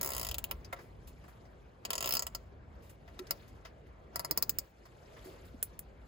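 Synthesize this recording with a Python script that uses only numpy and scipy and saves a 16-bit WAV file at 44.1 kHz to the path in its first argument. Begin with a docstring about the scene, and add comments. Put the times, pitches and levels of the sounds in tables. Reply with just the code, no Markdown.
"""Plastic tie pulled through its lock

A hand in a garden pulls a tie through its lock, tooth by tooth, on the plastic tub of an appliance.
Each tooth snaps over the pawl: an impulse and a noisy slip excite decaying modes of tie and tub.
Filtered noise bursts make the finger scuffs and bright ticks; low held modes make the dull knocks.
Shaped noise makes the breeze on the microphone ports, the quiet outdoor air and the rub of skin."""
import sys
import numpy as np
from scipy import signal
from scipy.fft import rfft, irfft
from scipy.io import wavfile
from scipy.ndimage import uniform_filter1d

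SR = 44100
rng = np.random.default_rng(int(sys.argv[2]) if len(sys.argv) > 2 else 0)


def master_out(mix):
    """Clip the mix to full scale and print it as 16-bit PCM to the path in sys.argv[1]."""
    frames = np.transpose(np.atleast_2d(mix))
    ceiling = np.clip(frames, -1, 1)
    pcm = np.round(ceiling * 32767).astype(np.int16)
    wavfile.write(sys.argv[1], SR, pcm)


N = 267995  # scene length in samples
EVENT_SAMPLES = 6000

# breeze on the ports, spectrum: frequency_hz, relative_db
BREEZE_SPECTRUM = [(12, -38), (20, -22.5), (35, -15.5), (54, 4.5), (155, -9.5), (231, -15), (300, -18.5),
                   (390, -24), (660, -120)]
# breeze on the ports, course: time_s, rms_db before the ports
GUSTS = [(0.0, -52.5), (0.3, -48.5), (0.65, -53.5), (1.17, -52), (1.3, -55.5), (1.78, -58.5), (2.05, -55),
         (2.4, -54), (2.9, -55), (3.2, -57), (3.38, -54.5), (3.7, -56), (4.1, -58), (4.52, -50.5),
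         (4.63, -58.5), (4.69, -65), (4.9, -61.5), (5.35, -57), (5.53, -52.5), (6.08, -56)]
# outdoor air, spectrum: frequency_hz, relative_db
AIR_SPECTRUM = [(59, -48.5), (100, -5.5), (320, -13.5), (360, -7.5), (468, -9), (631, -10.5), (1380, -20.5),
                (1490, -21.5), (2190, -25), (12000, -63.5), (15600, -85.5), (22000, -120)]
# outdoor air, dipping briefly after the last tooth: time_s, rms_db before shaking and ports
AIR_LEVEL = [(0.0, -54.5), (0.7, -58.5), (1.0, -60.5), (2.8, -59.5), (3.0, -61), (3.3, -56), (3.55, -60),
             (4.1, -59.5), (4.6, -57), (4.7, -65), (5.05, -58), (5.35, -55), (5.53, -59.5), (6.08, -60.5)]
# skin rubbing on plastic, spectrum: frequency_hz, relative_db
RUB_SPECTRUM = [(800, -4), (2000, 4.5), (4000, 0.5), (7000, -5), (10000, -9.5), (13000, -8), (15500, -22.5),
                (16100, -85.5)]
# skin rubbing on plastic, course: time_s, rms_db before shaking and ports
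RUBBING = [(0, -64), (.85, -77.5), (1.22, -71.5), (1.8, -80), (2.42, -75), (2.6, -87), (2.8, -75),
           (2.96, -80), (3.33, -65), (3.5, -70.5), (3.75, -80), (4.1, -80), (4.62, -70), (4.72, -75.5),
           (4.9, -72.5), (5.28, -64), (5.55, -72.5), (5.7, -71), (5.97, -81), (6.08, -70.5)]
# around each tooth the shaken tub adds a low wash and the strap a rub: width, then dB over the tub's blows
SHAKE_S, SHAKE_WASH_DB, SHAKE_RUB_DB = 0.023, -28.5, -46

# teeth passing the pawl: start_s, snap_db before radiation
TEETH = [(0.0114, -23), (0.0298, -22), (0.0458, -25), (0.0598, -25), (0.0734, -27), (0.0894, -29),
         (0.1034, -30), (0.1184, -31), (0.1336, -29), (0.1484, -30), (0.1645, -32), (0.1795, -29),
         (0.1955, -29), (0.2124, -29), (0.2294, -29), (0.2478, -30), (0.2668, -32), (0.2872, -33),
         (0.3122, -29), (0.3426, -28), (0.3825, -23), (0.4404, -22), (0.5112, -25), (1.8507, -31),
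         (1.9041, -25), (1.931, -29), (1.953, -34), (1.9789, -35), (2.0058, -32), (2.0253, -28),
         (2.0423, -32), (2.0577, -25), (2.0737, -24), (2.0901, -22), (2.1076, -24), (2.1231, -21),
         (2.137, -18), (2.151, -20), (2.168, -23), (2.1924, -26), (2.2223, -27), (2.2667, -28),
         (2.3486, -28), (3.3079, -18), (4.1579, -23), (4.1939, -29), (4.2467, -33), (4.3101, -16),
         (4.3745, -15), (4.4243, -14), (4.4937, -14), (4.5855, -17)]
# how loud the parts ring as the grip shifts and the loop closes, before radiation:
# time_s, pawl_db, head_db, strap_db, loop_db, tub_db
GRIP = [(0.0, -37, -41.5, -47.5, -47, -44), (0.1, -41, -42.5, -49, -48.5, -44.5),
        (0.22, -39.5, -43, -43.5, -45, -47), (0.3, -43, -41, -44.5, -41.5, -48.5),
        (0.42, -43, -42.5, -61, -42.5, -53.5), (0.51, -39, -60, -48.5, -35, -42),
        (1.85, -46, -38.5, -41.5, -38, -46.5), (1.9, -39.5, -37.5, -39, -36.5, -38.5),
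        (1.98, -41, -37.5, -42, -42.5, -46.5), (2.04, -43, -35, -42.5, -38, -41.5),
        (2.125, -42.5, -47, -36.5, -40, -46.5), (2.18, -44, -32, -33.5, -43.5, -43.5),
        (2.27, -45.5, -42, -45.5, -43.5, -44.5), (2.35, -47, -40.5, -38, -48, -47),
        (3.31, -36.5, -51.5, -36.5, -39.5, -42.5), (4.16, -36, -44, -38.5, -53, -39.5),
        (4.25, -38.5, -43.5, -40, -57, -42), (4.31, -52, -41, -33, -59, -40.5),
        (4.4, -44, -37.5, -32, -43, -41.5), (4.49, -42, -31, -38.5, -63, -58),
        (4.59, -54, -38, -43, -58, -58)]
# how strongly each part radiates: snap_db, pawl_db, head_db, strap_db, loop_db, tub_db, pop_db
RADIATION_DB = (4.1, 8.7, 8.66, 9.9, 9.1, 10.56, 10)
POP_DB, POP_FOLLOWS = 3, 0.4  # the pop goes with the tub's dB and a share of the snap's dB
# colour of the bare snap: frequency_hz, relative_db
SNAP_SPECTRUM = [(300, -16), (2000, -19.5), (4000, -21.5), (7000, -12.5), (9000, -20.5), (12000, -12.5),
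                 (14000, -2.5), (15500, 1.5), (16200, -9.5), (17500, -50.5)]
# short dull part of the snap: frequency_hz, relative_db
POP_SPECTRUM = [(400, -14), (1300, -4), (2100, 0), (3300, -5), (5000, -20)]
# modes of the pawl: frequency_hz, relative_db, t60_s
PAWL_MODES = [(10300, 0, .008), (11000, -1, .008), (11800, -2, .008), (12400, -5, .008)]
# modes of the head of the tie: frequency_hz, relative_db, t60_s
HEAD_MODES = [(6070, -4, .01), (6600, -2, .012), (6900, 0, .014), (7440, -2, .012), (7760, -3, .012)]
# modes of the strap: frequency_hz, relative_db, t60_s
STRAP_MODES = [(4310, -6, .016), (4640, -2, .018), (4940, 0, .016), (5120, -3, .012), (5390, -3, .014)]
# modes of the loop: frequency_hz, relative_db, t60_s
LOOP_MODES = [(2500, -3, .009), (2750, 0, .011), (3100, -2, .01), (3450, -3, .009), (3830, -4, .009)]
# modes of the hollow tub: frequency_hz, relative_db, t60_s
TUB_MODES = [(384, -9.5, .05), (550, -1, 0.091), (649, 1, .06), (710, -1.5, 0.093), (800, -9, .05),
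             (960, 1.5, 0.076), (1052, 2.5, 0.079), (1160, -5.5, 0.11), (1348, -1, 0.085),
             (1720, -4.5, 0.046), (1951, -1.5, .06), (2130, -3, 0.057)]
# walls of the cabinet near the tie: delay_s, gain_db
ECHOES = [(.0022, -13), (.0066, -20)]
# damping of the scattered sound in the cabinet: frequency_hz, t60_s
SCATTER_T60 = [(1000, .06), (5000, .04), (10000, .045), (15000, .036)]

# fingers scuffing or tapping the tub: start_s, tub_db, loop_db, strap_db, hiss_db, length_s
SCUFFS = [(0.645, -64, -55, -44, -52.5, 0.0082), (0.726, -31, -44, -51, -38, 0.0072),
          (0.76, -48.5, -54.5, -62, -71, 0.044), (0.788, -45, -62, -58, -70, 0.016),
          (0.807, -62, -67, -65, -57.5, 0.044), (1.071, -78, -57, -73, -45, 0.017),
          (1.238, -52, -63, -69, -66, 0.013), (1.278, -50.5, -66, -76, -55.5, 0.027),
          (1.451, -57, -72, -65, -80, 0.012), (2.821, -72, -64, -66, -56.5, 0.094),
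          (2.893, -58, -59, -68, -46, 0.014), (3.076, -49.5, -58, -62, -82, 0.015),
          (3.19, -41, -36.5, -41.5, -38, 0.0042), (3.268, -62, -53, -48, -55, 0.0053),
          (3.477, -67.5, -76, -68, -56.5, 0.012), (3.649, -44, -49, -48.5, -55.5, 0.016),
          (3.865, -74, -72, -72, -69, 0.016), (4.853, -49.5, -74, -58, -57, 0.011),
          (5.128, -64, -60, -65, -80, 0.016), (5.164, -48.5, -58, -65, -77, 0.032),
          (5.242, -57, -74, -60, -47.5, 0.058), (5.448, -67, -79, -70, -56, 0.029)]
SCUFF_SCRAPE_DB = -4  # relative to the ring of the strap
# dull knocks on the hollow tub: start_s, level_db, pitch_hz, push_s, t60_s
KNOCKS = [(3.192, -43, 369, 0.029, 0.065), (4.311, -44.5, 161, 0.0076, 0.038),
          (4.3115, -41, 457, 0.0038, 0.035), (4.3755, -47, 480, 0.0022, 0.023),
          (4.4255, -48.5, 524, 0.0023, 0.014), (5.255, -50, 371, 0.039, 0.03),
          (5.54, -49, 257, 0.012, 0.028)]
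# dry bright ticks as the fingers leave the tie: start_s, sizzle_db, pop_db
TICKS = [(5.6272, -15.5, -27.5), (5.7912, -29, -40)]
# sizzle of a tick: frequency_hz, relative_db
TICK_SPECTRUM = [(1000, -19), (4000, -27), (7500, -15), (10400, -3), (12000, -11.5), (13500, -6.5),
                 (15300, -1.5), (16000, -22), (17500, -34)]
# pop of a tick: frequency_hz, relative_db
TICK_POP_SPECTRUM = [(600, -26), (1400, -6), (2000, 0), (4500, -6), (7000, -18)]

# likeness of the sound at the two ports: frequency_hz, coherence_0_to_1
ALIKE = [(60, 0.99), (300, 0.7), (700, 0.4), (1500, 0.16), (2200, 0.53), (4500, 0.74), (5800, 0.05),
         (6600, 1), (9000, 1), (16000, 1)]
# level difference of the ports: frequency_hz, left_over_right_db
BALANCE_DB = [(60, 0.5), (700, 0.5), (2500, 2), (4500, 5.5), (6200, 4.5), (7500, -1), (9500, 1.5),
              (16000, -1)]
# phase difference of the ports: frequency_hz, left_lead_rad
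LEAD = [(0, 0), (600, .3), (950, 4.1), (1400, 5), (1750, 8), (4700, 6.3), (6000, 1.8), (7000, 0),
        (15400, -12.57), (22050, -22.5)]
EDGE_HZ = 17100  # upper band limit


def amp(db):
    """Decibel law: 20 dB is a factor of ten in amplitude."""
    return 10 ** (np.asarray(db) / 20)


def read(points, hz):
    """Logarithmic pitch scale: a table is interpolated over log frequency."""
    f, value = np.transpose(points)
    return np.interp(np.log(hz + 1), np.log(f + 1), value)


def peaked(x):
    """Peak normalisation: the greatest excursion becomes 1."""
    return x / np.abs(x).max()


def unit(x):
    """Energy normalisation: the mean energy of the rows becomes 1."""
    return x / np.sqrt((x ** 2).sum() / len(x))


def add(mix, s, sound):
    """Superposition: a sound is added to the mix from time s."""
    part = mix[:, round(s * SR):][:, :sound.shape[1]]
    part += sound[:, :part.shape[1]]


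def colour(x, points):
    """Minimum-phase filtering: the log spectrum alone fixes a causal response."""
    log_gain = np.log(amp(read(points, np.fft.rfftfreq(1024, 1 / SR))))
    circle = np.r_[log_gain, log_gain[-2:0:-1]]
    spectrum = np.exp(np.conj(signal.hilbert(circle)))
    taps = np.fft.ifft(spectrum).real[:512]
    taps = taps / np.linalg.norm(taps)
    return signal.oaconvolve(x, taps[None], axes=1)[:, :x.shape[1]]


def impulse(delay_s):
    """Ideal blow: a force one sample long, alike on both paths."""
    blow = np.zeros((2, EVENT_SAMPLES))
    blow[:, round(delay_s * SR)] = 1
    return blow


def puff(decay_s, rise_s):
    """Shaped noise: a soft start and an exponential fall."""
    t = np.arange(EVENT_SAMPLES) / SR
    noise = rng.standard_normal((2, len(t)))
    return noise * (1 - np.exp(-t / rise_s)) * np.exp(-t / decay_s)


def ring(modes, force, spread_db, turn):
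    """Modal synthesis: a force drives damped sines, one row for each path to the ports."""
    hz, db, t60 = np.transpose(modes)[:, :, None]
    t = np.arange(EVENT_SAMPLES) / SR
    # each blow lands a little differently in level and in phase (turn in radians)
    level_draw, phase_draw = rng.standard_normal((2, 2, len(modes), 1))
    order = np.arange(len(modes))[:, None]
    # modes start out of step; every other mode flips on the second path
    start = np.array([order ** 2, order ** 2 + np.pi * order])
    decay = amp(db + spread_db * level_draw - 60 * t / t60)
    waves = decay * np.sin(2 * np.pi * hz * t + start + turn * phase_draw)
    return unit(signal.fftconvolve(waves.sum(1), force, axes=1)[:, :len(t)])


def bed(points, level_db, patchy_db, size):
    """Random-phase synthesis: noise spectra with drifting patches follow a level curve."""
    hz = np.fft.rfftfreq(size, 1 / SR)
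    frames = 4 * N // size + 5
    real, imaginary = rng.standard_normal((2, 2, len(hz), frames))
    patches = rng.standard_normal((len(hz), frames))
    patches = uniform_filter1d(patches, size=9, axis=0)
    patches = uniform_filter1d(patches, size=9, axis=1)
    gain = amp(read(points, hz)[:, None] + patchy_db * patches / patches.std())
    spectra = (real + 1j * imaginary) * gain
    x = signal.istft(spectra, nperseg=size, noverlap=3 * size // 4)[1][:, :N]
    return amp(level_db) * x / x.std()


def breeze():
    """Flow noise: moving air on the ports rumbles, strongest at low frequencies."""
    level_db = np.interp(np.arange(N) / SR, *np.transpose(GUSTS))
    return bed(BREEZE_SPECTRUM, level_db, patchy_db=0.85, size=4096)


def shaken(points, shake_db, rows):
    """Power addition: smoothed blows on the tub raise a level curve in dB."""
    t = np.arange(N) / SR
    # row[0] is the start, row[-2] the tub's dB
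    blows = sum(amp(2 * row[-2]) * np.exp(-((t - row[0]) / SHAKE_S) ** 2) for row in rows) / SHAKE_S
    rest = amp(2 * np.interp(t, *np.transpose(points)))  # doubled dB gives power
    return 10 * np.log10(rest + amp(2 * shake_db) * blows)


def outdoor_air(rows):
    """Diffuse noise: quiet outdoor air, with the low wash of the shaken tub."""
    return bed(AIR_SPECTRUM, shaken(AIR_LEVEL, SHAKE_WASH_DB, rows), patchy_db=1.9, size=1024)


def skin_rub(rows):
    """Friction noise: skin rubs on plastic, and the strap rubs around each tooth."""
    return bed(RUB_SPECTRUM, shaken(RUBBING, SHAKE_RUB_DB, rows), patchy_db=3.5, size=256)


def teeth():
    """Level curves: each tooth has its own snap; the grip sets how loud the parts ring."""
    s, snap = np.transpose(TEETH)
    at, *rings = np.transpose(GRIP)
    levels = [np.interp(s, at, db) for db in rings]  # pawl, head, strap, loop, tub
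    pop = levels[-1] + POP_DB + POP_FOLLOWS * snap  # follows tub and snap
    return np.transpose([s, snap, *levels, pop])


def scatter():
    """Frequency-dependent absorption: dense reflections lose treble first, over a faint longer tail."""
    hz, frame_s, z = signal.stft(puff(0.79, 0.00085), SR, nperseg=128)
    fade = amp(-60 * frame_s / read(SCATTER_T60, hz)[:, None])
    tail = amp(-38.5 - 60 * frame_s / 0.61)
    return signal.istft(z * (fade + tail), SR, nperseg=128)[1][:, :EVENT_SAMPLES]


def tooth(levels_db, cabinet):
    """Slip and impact: the pawl slips, then snaps; tie and tub ring and the cabinet reflects."""
    snap, pawl, head, strap, loop, tub, pop = amp(np.add(levels_db, RADIATION_DB))
    blow = impulse(.0009)
    slip = amp(-20) * puff(.0006, .0005)
    click = snap * peaked(colour(blow + slip, SNAP_SPECTRUM))
    parts = ((PAWL_MODES, pawl), (HEAD_MODES, head), (STRAP_MODES, strap), (LOOP_MODES, loop))
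    tie = sum(gain * peaked(ring(modes, blow + slip, spread_db=1.5, turn=.5)) for modes, gain in parts)
    echoes = sum(amp(db) * np.roll(click + tie, round(s * SR), axis=1) for s, db in ECHOES)
    # the shared cabinet response, with a fresh part for each tooth
    tail = unit(cabinet + .8 * scatter())
    wash = signal.fftconvolve(amp(-4) * click + amp(-1.0) * tie, tail, axes=1)[:, :EVENT_SAMPLES]
    hum = tub * peaked(ring(TUB_MODES, blow, spread_db=2, turn=.45))
    dull_pop = pop * peaked(colour(blow, POP_SPECTRUM))
    return click + tie + echoes + wash + hum + dull_pop


def scuff(tub_db, loop_db, strap_db, hiss_db, length):
    """Rough contact: a short noisy force shakes tub and tie, and hisses."""
    length = max(length, .001)
    thud = colour(puff(length, 0.0036), [(200, -13), (600, -2), (1200, -1.5), (2000, -1.0), (3500, -26.0)])
    tub = peaked(ring(TUB_MODES, puff(length / 2, 0.00068), spread_db=2.0, turn=1.09))
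    tub = tub + 1.01 * peaked(thud)
    loop = peaked(ring(LOOP_MODES, puff(length, 0.00127), spread_db=3.0, turn=2.0))
    strap = peaked(ring(STRAP_MODES, puff(length, 0.00127), spread_db=3.0, turn=2.0))
    scrape = colour(puff(length, 0.001), [(2000, -18), (4000, 2), (6500, 12), (8000, -20), (9500, -83)])
    hiss = colour(puff(length, 0.0037), [(6000, -9.5), (8000, -7.0), (15500, -4.5), (16200, -54)])
    scraped_strap = strap + amp(SCUFF_SCRAPE_DB) * peaked(scrape)
    tie = amp(loop_db) * loop + amp(strap_db) * scraped_strap
    return amp(tub_db) * tub + tie + amp(hiss_db) * peaked(hiss)


def knock(db, hz, push, t60):
    """Sustained then free vibration: a low mode holds for the push, then dies, with a dull thump."""
    t = np.arange(EVENT_SAMPLES) / SR
    shape = (1 - np.exp(-t / 0.0024)) * amp(-60 * np.maximum(t - push, 0) / t60)
    mode = shape * np.sin(2 * np.pi * hz * t)
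    thump = peaked(colour(puff(0.0076, 0.0026), [(60, -14.5), (180, -9.5), (320, -1.5), (600, -48)]))
    return amp(db) * (mode + 1.26 * thump)


def tick(sizzle_db, pop_db):
    """Sudden release: bright crackle with a faint longer tail, and a thin broad pop."""
    crackle = puff(0.0038, 0.00039) + amp(-14.5) * puff(0.012, 0.0016)
    sizzle = colour(crackle, TICK_SPECTRUM)
    pop = colour(impulse(.0007), TICK_POP_SPECTRUM)
    return amp(sizzle_db) * peaked(sizzle) + amp(pop_db) * peaked(pop)


def ports(paths):
    """Partial coherence: the right port shares part of the left's sound; the rest takes another path."""
    hz = np.fft.rfftfreq(N, 1 / SR)
    first, second = rfft(paths, axis=1)
    same = np.clip(read(ALIKE, hz), 0, 1)
    tilt = amp(read(BALANCE_DB, hz) / 2)  # half the difference on each side
    lead = np.exp(1j * np.interp(hz, *np.transpose(LEAD)))
    left = first * tilt * lead
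    right = (same * first + np.sqrt(1 - same ** 2) * second) / tilt
    return irfft(np.array([left, right]), N, axis=1)


def scene():
    """Superposition: teeth, scuffs, knocks and ticks over breeze, air and rubbing."""
    rows = teeth()
    mix = breeze()
    mix += outdoor_air(rows)
    mix += skin_rub(rows)
    cabinet = scatter()
    for s, *levels_db in rows:
        add(mix, s, tooth(levels_db, cabinet))
    for table, play in ((SCUFFS, scuff), (KNOCKS, knock), (TICKS, tick)):
        for s, *settings in table:
            add(mix, s, play(*settings))
    return ports(mix)


def record(dry):
    """Band limiting: a linear-phase low-pass removes the highest treble."""
    taps = signal.firwin(255, EDGE_HZ, window=("kaiser", 9), fs=SR)
    return signal.oaconvolve(dry, taps[None], "same")


dry = scene()
out = record(dry)
master_out(out)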